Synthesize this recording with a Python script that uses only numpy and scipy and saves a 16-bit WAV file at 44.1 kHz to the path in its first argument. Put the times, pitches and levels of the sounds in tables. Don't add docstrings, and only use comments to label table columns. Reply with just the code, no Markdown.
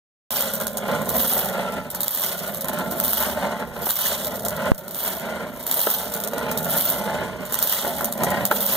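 import sys
import numpy as np
from scipy import signal
from scipy.fft import rfft, irfft
from scipy.io import wavfile
from scipy.ndimage import uniform_filter1d

SR = 44100
rng = np.random.default_rng(int(sys.argv[2]) if len(sys.argv) > 2 else 0)


def wav_record(signal):
    frames = np.transpose(np.atleast_2d(signal))
    bounded = np.clip(frames, -1, 1)
    quanta = np.round(bounded * 32767).astype(np.int16)
    wavfile.write(sys.argv[1], SR, quanta)


N = 386316
DRUMMING, CLATTER, BOOM = 1, 2, 3


def tumbling(drumming_hz=345, clatter_hz=790, boom_hz=(62, 285), spots=64):
    hits = hail(per_s=800, spread_db=1.8, clump_db=1.5, clump_hz=32.8)
    spot = (spots * np.arange(N) / N + 2 * rng.random(N)).astype(int)
    blows = strike(hits, [tank_ring() for _ in range(spots)], spot)
    upper = signal.sosfiltfilt(signal.butter(8, clatter_hz, "high", fs=SR, output="sos"), blows)
    drumming = heap_level(DRUMMING) * steady(band(blows - upper, drumming_hz, "high"))
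    clatter = heap_level(CLATTER) * steady(upper)
    boom = heap_level(BOOM) * steady(band(blows, boom_hz, "band"))
    return drumming + clatter + boom


# time_s, drumming_db, clatter_db, boom_db
HEAP_CYCLE = [(0.05, -39, -40.5, -42.5), (.18, -36, -37, -39.5), (.26, -38, -42, -47.5),
              (.36, -33, -36.5, -41), (.46, -31.5, -33, -39.5), (.55, -33.5, -38, -37),
              (.61, -31, -32, -36.5), (.74, -35, -42.5, -37.5), (.82, -30, -32.5, -35),
              (.89, -28.5, -29, -33.5), (.96, -26.5, -26, -30.5), (1.05, -30.5, -35, -31),
              (1.13, -27.5, -32, -32), (1.19, -28, -32, -30.5), (1.29, -32, -36.5, -36.5),
              (1.38, -27.5, -29, -34), (1.46, -29, -32, -33), (1.6, -26.5, -27.5, -33),
              (1.73, -31.5, -31.5, -35), (1.82, -37, -39.5, -36.5)]
TURN_OFFSETS = [-1.5, -2.5, -2.5, -3, 0.06]
# centre_s, drumming_offset_db, clatter_offset_db, boom_offset_db
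HEAP_ACCENTS = [(.92, 3, 2, 5), (1.185, 4, 1, 3), (1.79, 3, 6, 4), (2.79, -2, -0.5, 2),
                (3.221, -1, 5.5, -1), (3.45, 2.5, 2.5, 3), (3.625, 2, 4.5, 1.5), (3.81, 6.5, 5.5, 7),
                (4.025, 2, 4, 4), (4.3, 3, -0.5, 1), (4.465, 6, 0, 1.5), (4.69, 4, 1.5, 1.5),
                (5.045, 2.5, 6, 2), (5.78, 8, 6, -4), (6.275, 4, 5.5, 0), (6.37, 2, 3.5, 3),
                (6.765, 2.5, 6, 1.5), (7.08, 1, 2.5, 0), (7.424, 5.5, 4.5, 5), (7.56, -2, 4, -3),
                (7.65, 9.5, 11, 10), (7.88, 8, 4, 2), (8.035, 2.5, 0, 1), (8.245, 5, 3.5, 8),
                (8.42, 0, 0.5, 1)]

def heap_level(column, turn_s=1.85, accent_half_width_s=0.041):
    t, cycle = np.arange(0, N, 128) / SR, np.array(HEAP_CYCLE)
    db = np.interp(t, cycle[:, 0], cycle[:, column], period=turn_s)
    db += np.interp(t / turn_s, np.arange(len(TURN_OFFSETS)) + .5, TURN_OFFSETS)
    db += sum(row[column] * np.exp(-((t - row[0]) / accent_half_width_s) ** 2) for row in HEAP_ACCENTS)
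    return np.interp(np.arange(N) / SR, t, gain_of(db))


# pitch_hz, width_hz, level_db
TANK_MODES = [(72, 7.5, -10), (142.7, 5.6, -8.5), (187.8, 9.3, 0.5), (210.9, 10.6, -0.5), (240.7, 15.2, -3),
              (395.7, 29, -3), (474, 53, -3.5), (554.6, 17.3, 0.5), (601, 28, 7), (645.5, 36, -1),
              (691.7, 20.5, 2), (772, 24, -6.5), (871.4, 26, 4), (927, 30, -4.5), (1027.5, 33, 0),
              (1288, 18, -6), (1392.4, 37, 0), (1453, 53, -5), (1562, 44, -12)]
# freq_hz, level_db
WALL_SPECTRUM = [(30, -53), (100, -24), (180, -0.5), (300, -15.5), (550, 7.5), (950, -1.5), (1200, -5.5),
                 (1500, -5), (2000, -3.5), (2600, -9.5), (4000, -15), (9000, -62.5)]

def tank_ring(wall_db=-2.5, wall_t60_s=0.047, detune=.017, damping_spread=.3, size=6144):
    t = np.arange(size) / SR
    hz, width_hz, db = np.transpose(TANK_MODES)[:, :, None]
    weight = rng.choice([-1, 1], (2, len(hz))) * rng.uniform(0.42, 1.8, (2, len(hz)))
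    hz = hz * (1 + detune * rng.standard_normal(hz.shape))
    damped_hz = width_hz * np.exp(damping_spread * rng.standard_normal(hz.shape))
    envelopes = gain_of(db) * np.sqrt(width_hz * damped_hz) * np.exp(-np.pi * damped_hz * t)
    modes = weight @ (envelopes * np.sin(2 * np.pi * hz * t))
    wall = colour(burst(decay(wall_t60_s, size)), WALL_SPECTRUM)
    return unit_rms(modes) + gain_of(wall_db) * unit_rms(wall)


# start_s, clack_db, clack_t60_s, ring_db
HEAVY_BLOWS = [(0.603, -23, .02, -28), (0.886, -19, .04, -17), (1.365, -24, .04, -12),
               (1.595, -23, 0.036, -15), (1.946, -23, 0.051, -27), (2.241, -23, .03, -21),
               (2.645, -26, 0.022, -27), (2.809, -23, .03, -22), (3.431, -20, .03, -23),
               (3.468, -18, .03, -20), (3.624, -19, .02, -25), (3.763, -24, .03, -24),
               (3.869, -12, .018, -22), (4.117, -19, .04, -17.5), (4.463, -36, .04, -19),
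               (4.662, -18, .03, -21), (5.870, -4.5, 0.024, -19), (6.333, -22, .04, -19.5),
               (6.412, -19, .03, -20), (7.098, -18, 0.021, -24), (7.523, -22, 0.026, -27),
               (7.848, -17, .04, -14), (8.008, -16, 0.021, -20.5), (8.205, -22, .04, -17),
               (8.235, -9.5, 0.044, -16), (8.512, 0, .06, -8)]
# freq_hz, level_db
CLACK_SPECTRUM = [(60, -17), (250, -10), (420, 5.5), (600, 5.5), (900, 4), (1150, 1), (1400, 4.5),
                  (1620, 0), (1850, -11), (2300, -14), (3500, -12), (8000, -34)]

def knocking(ring_trim_db=-1):
    out = np.zeros((2, N))
    for start_s, clack_db, t60_s, ring_db in HEAVY_BLOWS:
        clack, ring = colour(burst(decay(t60_s)), CLACK_SPECTRUM), tank_ring()
        add(out, start_s, gain_of(clack_db) * clack / abs(clack).max(1, keepdims=True))
        add(out, start_s, gain_of(ring_db + ring_trim_db) * ring / abs(ring).max())
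    return out


# freq_hz, level_db
SCRAPE_SPECTRUM = [(200, -35), (900, 2), (1500, -1.5), (1900, -9), (2400, -11), (2800, -2), (3300, 2.5),
                   (4000, -1), (4700, -5.5), (5500, -4), (6600, -5), (7800, -2.5), (12000, -4.5)]

def sliding(flow, grinding, rattle_db=1.5, scrape_db=2.0, count=48):
    hits = hail(per_s=1000, spread_db=3.2, clump_db=2.4, clump_hz=50)
    pieces = [tick(t60_s=.012, uneven_db=5.5, crack_db=-2) for _ in range(count)]
    ticks = steady(strike(hits, pieces, rng.integers(0, count, N)), size=3000)
    rattle = rattling(gain_of(rattle_db) * flow * ticks, flow)
    drags = hail(per_s=1500, spread_db=3.0, clump_db=3.0, clump_hz=40)
    scrape = colour(burst(scrape_envelope(hits + drags)), SCRAPE_SPECTRUM)
    return rattle + gain_of(scrape_db) * grinding * scrape


def scrape_envelope(hits, t60_s=0.017, tail_db=-4, tail_t60_s=0.09):
    contact = decay(t60_s) + gain_of(tail_db) * decay(tail_t60_s)
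    return steady(np.sqrt(abs(signal.oaconvolve(hits ** 2, contact ** 2)[:N])))


# start_s, hold_s, head_start_s, rattle_db, straggler_db, bulk_db
LOAD_POURS = [(0.173, 0.22, 0, -24, -28.5, -27.5), (1.17, 0.22, 0.085, -19, -43, -36),
              (2.11, .14, 0.16, -22, -27, -26.5), (3.042, 0.18, 0.14, -20.5, -41, -30.5),
              (3.9, .16, 0.062, -20, -27, -24), (4.98, 0.097, 0.2, -18.5, -48, -29),
              (5.74, 0.19, 0.13, -20, -28, -30), (6.721, 0.18, 0.12, -19.5, -53, -32.5),
              (7.64, 0.094, 0.12, -19.5, -23.5, -22), (8.555, 0.18, 0.094, -19.5, -21, -26)]

def pour_levels(rise_db_per_s=230, fall_db_per_s=130, shaken_db=-20, restless_db=-56.5):
    pours, ahead, behind, bulk = [], [], [], []
    for start_s, hold_s, early_s, rattle_db, straggler_db, bulk_db in LOAD_POURS:
        end_s = start_s + hold_s
        pours.append(swell(rattle_db, start_s, hold_s, rise_db_per_s, fall_db_per_s))
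        ahead.append(swell(rattle_db - 15, start_s - early_s, early_s, 116, fall_db_per_s))
        behind.append(swell(straggler_db, end_s, 0, rise_db_per_s, fall_db_per_s=31))
        bulk.append(swell(bulk_db, end_s, 0, rise_db_per_s=94, fall_db_per_s=80))
    shaken = gain_of(shaken_db) * heap_level(DRUMMING)
    trickle = power_sum(*ahead, *behind, shaken, gain_of(restless_db))
    flow = power_sum(*pours, gain_of(-2) * trickle)
    grinding = power_sum(*bulk, gain_of(-11) * flow, gain_of(-11.5) * heap_level(CLATTER))
    return flow, trickle, grinding


# freq_hz, level_db
RATTLE_SPECTRUM = [(200, -7), (1500, -46.5), (3500, 1.5), (5000, -5), (6500, 0), (8000, 2), (9400, 0.5),
                   (10500, 3), (11800, 2.5), (13200, 11.5), (15400, -2.5), (16200, 4)]
# freq_hz, level_db
SIZZLE_SPECTRUM = [(3000, -19), (7000, -24.5), (9400, -3.5), (10500, -1), (11800, -3.5), (13000, 6),
                   (15400, 5), (16200, 0)]

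def rattling(ticks, flow, equal_mix_db=-31, growth=0.84):
    ratio = (flow / gain_of(equal_mix_db)) ** growth
    return (colour(ticks, RATTLE_SPECTRUM) + ratio * colour(ticks, SIZZLE_SPECTRUM)) / (1 + ratio)


def tick(t60_s, uneven_db, crack_db=-8, crack_t60_s=0.0018, fence_s=0.01, fence_db=-6.5):
    contact = decay(t60_s) + gain_of(crack_db) * decay(crack_t60_s)
    add(contact, fence_s, gain_of(fence_db) * decay(t60_s))
    hz = np.geomspace(2000, 16000, 14)
    spectrum = np.column_stack([hz, uneven_db * rng.standard_normal(len(hz))])
    return colour(burst(contact), spectrum)


# start_s, level_db, t60_s
SINGLE_FALLS = [(.408, -12, 0.018), (0.5356, -20, 0.048), (.554, -18, 0.024), (.601, -22, .02),
                (0.6110, -20, 0.037), (.634, -23, 0.022), (0.6688, -14.5, 0.024), (.733, -32, .02),
                (0.771, -17, 0.036), (.881, -27, .02), (.915, -27, .02), (.950, -27, 0.018),
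                (1.0177, -26, .025), (1.057, -25, .02), (1.0916, -13, 0.042), (1.2034, -15, 0.03),
                (1.2322, -15, .014), (1.2784, -17, 0.029), (1.335, -8.5, 0.016), (1.391, -21, .02),
                (1.487, -19, 0.024), (1.704, -36, 0.018), (1.722, -29, 0.016), (1.739, -31, 0.018),
                (1.9023, -25.5, 0.038), (1.9480, -19.5, 0.045), (2.006, -16, 0.038), (2.032, -12, .03),
                (2.0813, -5.5, 0.011), (2.1070, -13, 0.025), (2.1483, -10.5, .03), (2.174, -12.5, .02),
                (2.1967, -13, .02), (2.236, -12, .025), (2.479, -22.5, 0.022), (2.546, -19, 0.018),
                (2.572, -23, 0.027), (2.6086, -22, 0.054), (2.6446, -21.5, 0.023), (2.6840, -18, 0.034),
                (2.7329, -26, 0.042), (2.7876, -20, 0.017), (2.9108, -24.5, 0.08), (3, -9, .022),
                (3.056, -15, .02), (3.0806, -9, .016), (3.133, -11, 0.0093), (3.8190, -32, .05),
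                (3.857, -21, 0.072), (3.8915, -15, .03), (3.906, -6, 0.024), (3.990, -12, .02),
                (4.058, -12, 0.018), (4.246, -17, 0.028), (4.269, -18, 0.022), (4.3565, -24, 0.028),
                (4.3955, -25, 0.025), (4.4219, -30, 0.026), (4.4500, -20, 0.061), (4.4836, -17.5, 0.028),
                (4.506, -22, 0.023), (4.5655, -26, 0.019), (4.621, -32, .02), (4.656, -30, 0.018),
                (4.7472, -19, 0.022), (4.7793, -15, 0.037), (4.8808, -16, 0.027), (4.9095, -15, .022),
                (4.946, -10.5, 0.018), (4.9883, -15, .025), (5.038, -13, .02), (5.197, -22, .02),
                (5.6660, -17, 0.035), (5.713, -10.5, 0.044), (5.7934, -12, .016), (5.8145, -10.5, 0.033),
                (5.9025, -7.5, 0.024), (6.1382, -19, 0.043), (6.164, -20.5, 0.018), (6.202, -20, .02),
                (6.2372, -18, 0.035), (6.2743, -19, 0.026), (6.3345, -24, 0.027), (6.3819, -19.5, 0.015),
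                (6.514, -20, 0.037), (6.5742, -17, 0.05), (6.6454, -20.5, 0.036), (6.784, -10, .025),
                (6.8096, -11, 0.023), (7.4523, -29, .04), (7.5234, -16, 0.044), (7.5425, -11, 0.032),
                (7.5893, -10.5, 0.02), (7.6259, -7.5, 0.061), (7.6729, -8, .016), (7.7246, -7.5, .04),
                (7.9825, -20, 0.029), (8.010, -21, .02), (8.0446, -14, 0.042), (8.062, -26, .02),
                (8.125, -14, 0.019), (8.179, -27, .02), (8.235, -12, 0.04), (8.3036, -19, 0.028),
                (8.453, -8, 0.038), (8.473, -16, 0.027), (8.512, -11.5, 0.04), (8.561, -14, .03),
                (8.6058, -11, 0.012)]

def clinking(flow, trim_db=1.5, scrape_db=-11):
    contacts = np.zeros((2, N))
    for start_s, level_db, t60_s in SINGLE_FALLS:
        add(contacts, start_s, gain_of(level_db + trim_db) * tick(t60_s, uneven_db=1.5))
    return rattling(contacts, flow) + gain_of(scrape_db) * colour(contacts, SCRAPE_SPECTRUM)


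def pinging(grinding, gain_db=-7.5, t60_s=.045, low_hz=1600, high_hz=9000, count=90):
    hits = hail(per_s=400, spread_db=1.5, clump_db=7.0, clump_hz=29.5)
    pitches_hz = low_hz * (high_hz / low_hz) ** rng.random(count)
    t, pings = np.arange(2048) / SR, np.zeros((2, N))
    for at in np.flatnonzero(hits):
        hz, phase = rng.choice(pitches_hz), rng.random((2, 1))
        add(pings, at / SR, hits[at] * decay(t60_s, len(t)) * np.sin(2 * np.pi * (hz * t + phase)))
    return gain_of(gain_db) * grinding * steady(pings)


def straggling(flow, trickle, gain_db=3.5, count=16):
    hits = gain_of(gain_db) * trickle * hail(per_s=50, spread_db=1.4, clump_db=1, clump_hz=10)
    pieces = [tick(t60_s=.026, uneven_db=4) for _ in range(count)]
    return rattling(strike(hits, pieces, rng.integers(0, count, N)), flow)


# shaft_order, level_db
HUM_ORDERS = [(2, -25), (4, 2), (5, 3), (6, 7), (7, -20), (8, 3), (9, -31)]
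# freq_hz, level_db
RUMBLE_SPECTRUM = [(15, -23), (35, -3), (50, -6.5), (70, 1), (84, -11), (100, -11), (300, -11.5),
                   (2000, -69)]

def motor(shaft_hz=29.82, waver=0.0073, throb_db=1.5, hum_db=-58, rumble_db=-52):
    turns = np.cumsum(shaft_hz * (1 + waver * drift(4.85))) / SR
    hum = np.zeros(N)
    for order, level_db in HUM_ORDERS:
        level = gain_of(level_db - throb_db * drift(14))
        hum += level * np.sin(2 * np.pi * (order * turns + rng.random()))
    rumble = colour(burst(np.ones(N)), RUMBLE_SPECTRUM, size=8192)
    return gain_of(hum_db) * hum + gain_of(rumble_db) * rumble


def yard(x, echo_db=-18, delay_s=.008, t60_s=0.12, size=12000):
    tail = burst(decay(t60_s, size) * (np.arange(size) > delay_s * SR))
    return x + gain_of(echo_db) * signal.oaconvolve(x, tail / np.linalg.norm(tail[0]), axes=1)[:, :N]


# freq_hz, coherence
PORT_COHERENCE = [(30, .7), (100, .55), (180, .98), (260, .97), (320, .8), (400, .97), (1000, .995),
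                  (1500, .99), (1930, .3), (2450, .97), (2650, .97), (3050, .58), (3750, .98), (4450, .6),
                  (4950, .97), (5200, .97), (5900, .5), (7700, .82), (8400, .55), (10300, .94), (11000, .8),
                  (12000, .8), (12800, .96), (15000, .93)]
# freq_hz, left_minus_right_db
PORT_BALANCE = [(30, -7.5), (100, -5), (320, -5), (600, -2), (900, 1), (1450, 0), (1900, 6), (2450, -0.5),
                (3200, -4.5), (3900, 1), (5500, -2.5), (8000, -3.5), (10500, -1), (14000, -1.5)]
# freq_hz, left_lead_rad
PORT_PHASE = [(20, 3.1), (45, 3), (65, .5), (130, .35), (650, .33), (1100, 0), (1800, 0), (2080, -2.3),
              (2560, -3.14)]
ANTIPHASE_HZ = 2565

def ports(x):
    hz = np.fft.rfftfreq(N, 1 / SR)
    lag_rad = 2 * np.pi * (hz / ANTIPHASE_HZ - .5)
    ripple_rad = np.sin(lag_rad) * np.clip(1 - hz / 13000, 0, 1)
    lead_rad = np.where(hz < ANTIPHASE_HZ, lookup(PORT_PHASE, hz), ripple_rad - lag_rad)
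    coherence = np.clip(lookup(PORT_COHERENCE, hz), 0, 1)
    tilt = gain_of(lookup(PORT_BALANCE, hz) / 2)
    direct, scattered = rfft(x)
    left = (coherence * direct + np.sqrt(1 - coherence ** 2) * scattered) * np.exp(1j * lead_rad)
    return irfft(np.array([left * tilt, direct / tilt]), N)


# start_s, gain_db, rise_s, decay_s
MIC_BUMPS = [(4.7177, 10.5, 0.00051, 0.0022), (5.422, -30, .003, 0.0027)]

def pops(highpass_hz=12):
    t, out = np.arange(SR // 5) / SR, np.zeros((2, N))
    for start_s, gain_db, rise_s, decay_s in MIC_BUMPS:
        pulse = gain_of(gain_db) * (1 - np.exp(-t / rise_s)) * np.exp(-t / decay_s)
        pulse = signal.lfilter(*signal.butter(1, highpass_hz, "high", fs=SR), pulse)
        add(out[0], start_s + 1 / ANTIPHASE_HZ, pulse)
        add(out[1], start_s, -pulse)
    return out


def hail(per_s, spread_db, clump_db, clump_hz):
    size_db = spread_db * np.minimum(rng.exponential(1, N), 4) + clump_db * drift(clump_hz)
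    return gain_of(size_db) * rng.choice([-1, 1], N) * (rng.random(N) < per_s / SR)


def strike(hits, sounds, which):
    out = np.zeros((2, N))
    for at in np.flatnonzero(hits):
        add(out, at / SR, hits[at] * sounds[which[at] % len(sounds)])
    return out


def swell(level_db, start_s, hold_s, rise_db_per_s, fall_db_per_s):
    t = np.arange(0, N, 128) / SR
    rise_db = rise_db_per_s * np.minimum(t - start_s, 0)
    fall_db = fall_db_per_s * np.maximum(t - start_s - hold_s, 0)
    return np.interp(np.arange(N) / SR, t, gain_of(level_db + rise_db - fall_db))


def decay(t60_s, size=4096):
    return gain_of(-60 * np.arange(size) / SR / max(t60_s, .002))


def burst(envelope):
    return envelope * rng.standard_normal((2, len(envelope)))


def drift(rate_hz):
    hz = np.fft.rfftfreq(N, 1 / SR)
    return unit_rms(irfft(rfft(rng.standard_normal(N)) / (1 + (hz / rate_hz) ** 4), N))


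def colour(x, spectrum, size=2048):
    log_gain = np.log(gain_of(lookup(spectrum, abs(np.fft.fftfreq(size, 1 / SR)))))
    taps = np.fft.ifft(np.exp(np.conj(signal.hilbert(log_gain)))).real
    return signal.oaconvolve(x, taps[None] / np.linalg.norm(taps), axes=1)[:, :x.shape[1]]


def band(x, edge_hz, kind):
    return signal.sosfilt(signal.butter(4, edge_hz, kind, fs=SR, output="sos"), x)


def steady(x, size=4000):
    power = uniform_filter1d(uniform_filter1d(x ** 2, size), size // 2)
    return x / np.sqrt(np.maximum(power, 1e-4 * power.mean()))


def lookup(table, hz):
    table_hz, value = np.transpose(table)
    return np.interp(np.log(hz + 1), np.log(table_hz + 1), value)


def add(mix, start_s, sound):
    part = mix[..., round(start_s * SR):][..., :sound.shape[-1]]
    part += sound[..., :part.shape[-1]]


def power_sum(*levels):
    return np.sqrt(sum(level ** 2 for level in levels))


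def unit_rms(x):
    return x / np.sqrt(np.mean(x ** 2) + 1e-20)


def gain_of(db):
    return 10 ** (np.asarray(db) / 20)


def ducking(level_db, limit_db, depth, recover_db_per_s):
    recovered_db = recover_db_per_s * np.arange(N) / SR
    demand_db = depth * np.maximum(level_db - limit_db, 0)
    return np.maximum.accumulate(demand_db + recovered_db) - recovered_db


def scene():
    flow, trickle, grinding = pour_levels()
    load = tumbling() + sliding(flow, grinding) + pinging(grinding)
    load += straggling(flow, trickle) + clinking(flow) + knocking()
    return ports(yard(load + motor())) + pops()


def record(dry, treble_sense_db=-3, lag_samples=56, switch_on_s=.306, lowpass_hz=15650):
    lag = [1 / lag_samples], [1, 1 / lag_samples - 1]
    power = dry ** 2 + (gain_of(treble_sense_db) * np.diff(dry, prepend=0)) ** 2
    level_db = 10 * np.log10(signal.lfilter(*lag, power.mean(0)) + 1e-12)
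    quick_db = ducking(level_db, limit_db=-15.5, depth=0.5, recover_db_per_s=191)
    slow_db = ducking(level_db, limit_db=-7.5, depth=1.27, recover_db_per_s=17.5)
    reduction_db = signal.lfilter(*lag, np.maximum(quick_db, slow_db))
    clipped = np.clip(dry * gain_of(-reduction_db), -1, 1)
    switched_on = np.arange(N) / SR > switch_on_s
    lowpass = signal.firwin(255, lowpass_hz, window=("kaiser", 9), fs=SR)
    return signal.oaconvolve(clipped * switched_on, lowpass[None], "same")


dry = scene()
out = record(dry)
wav_record(out)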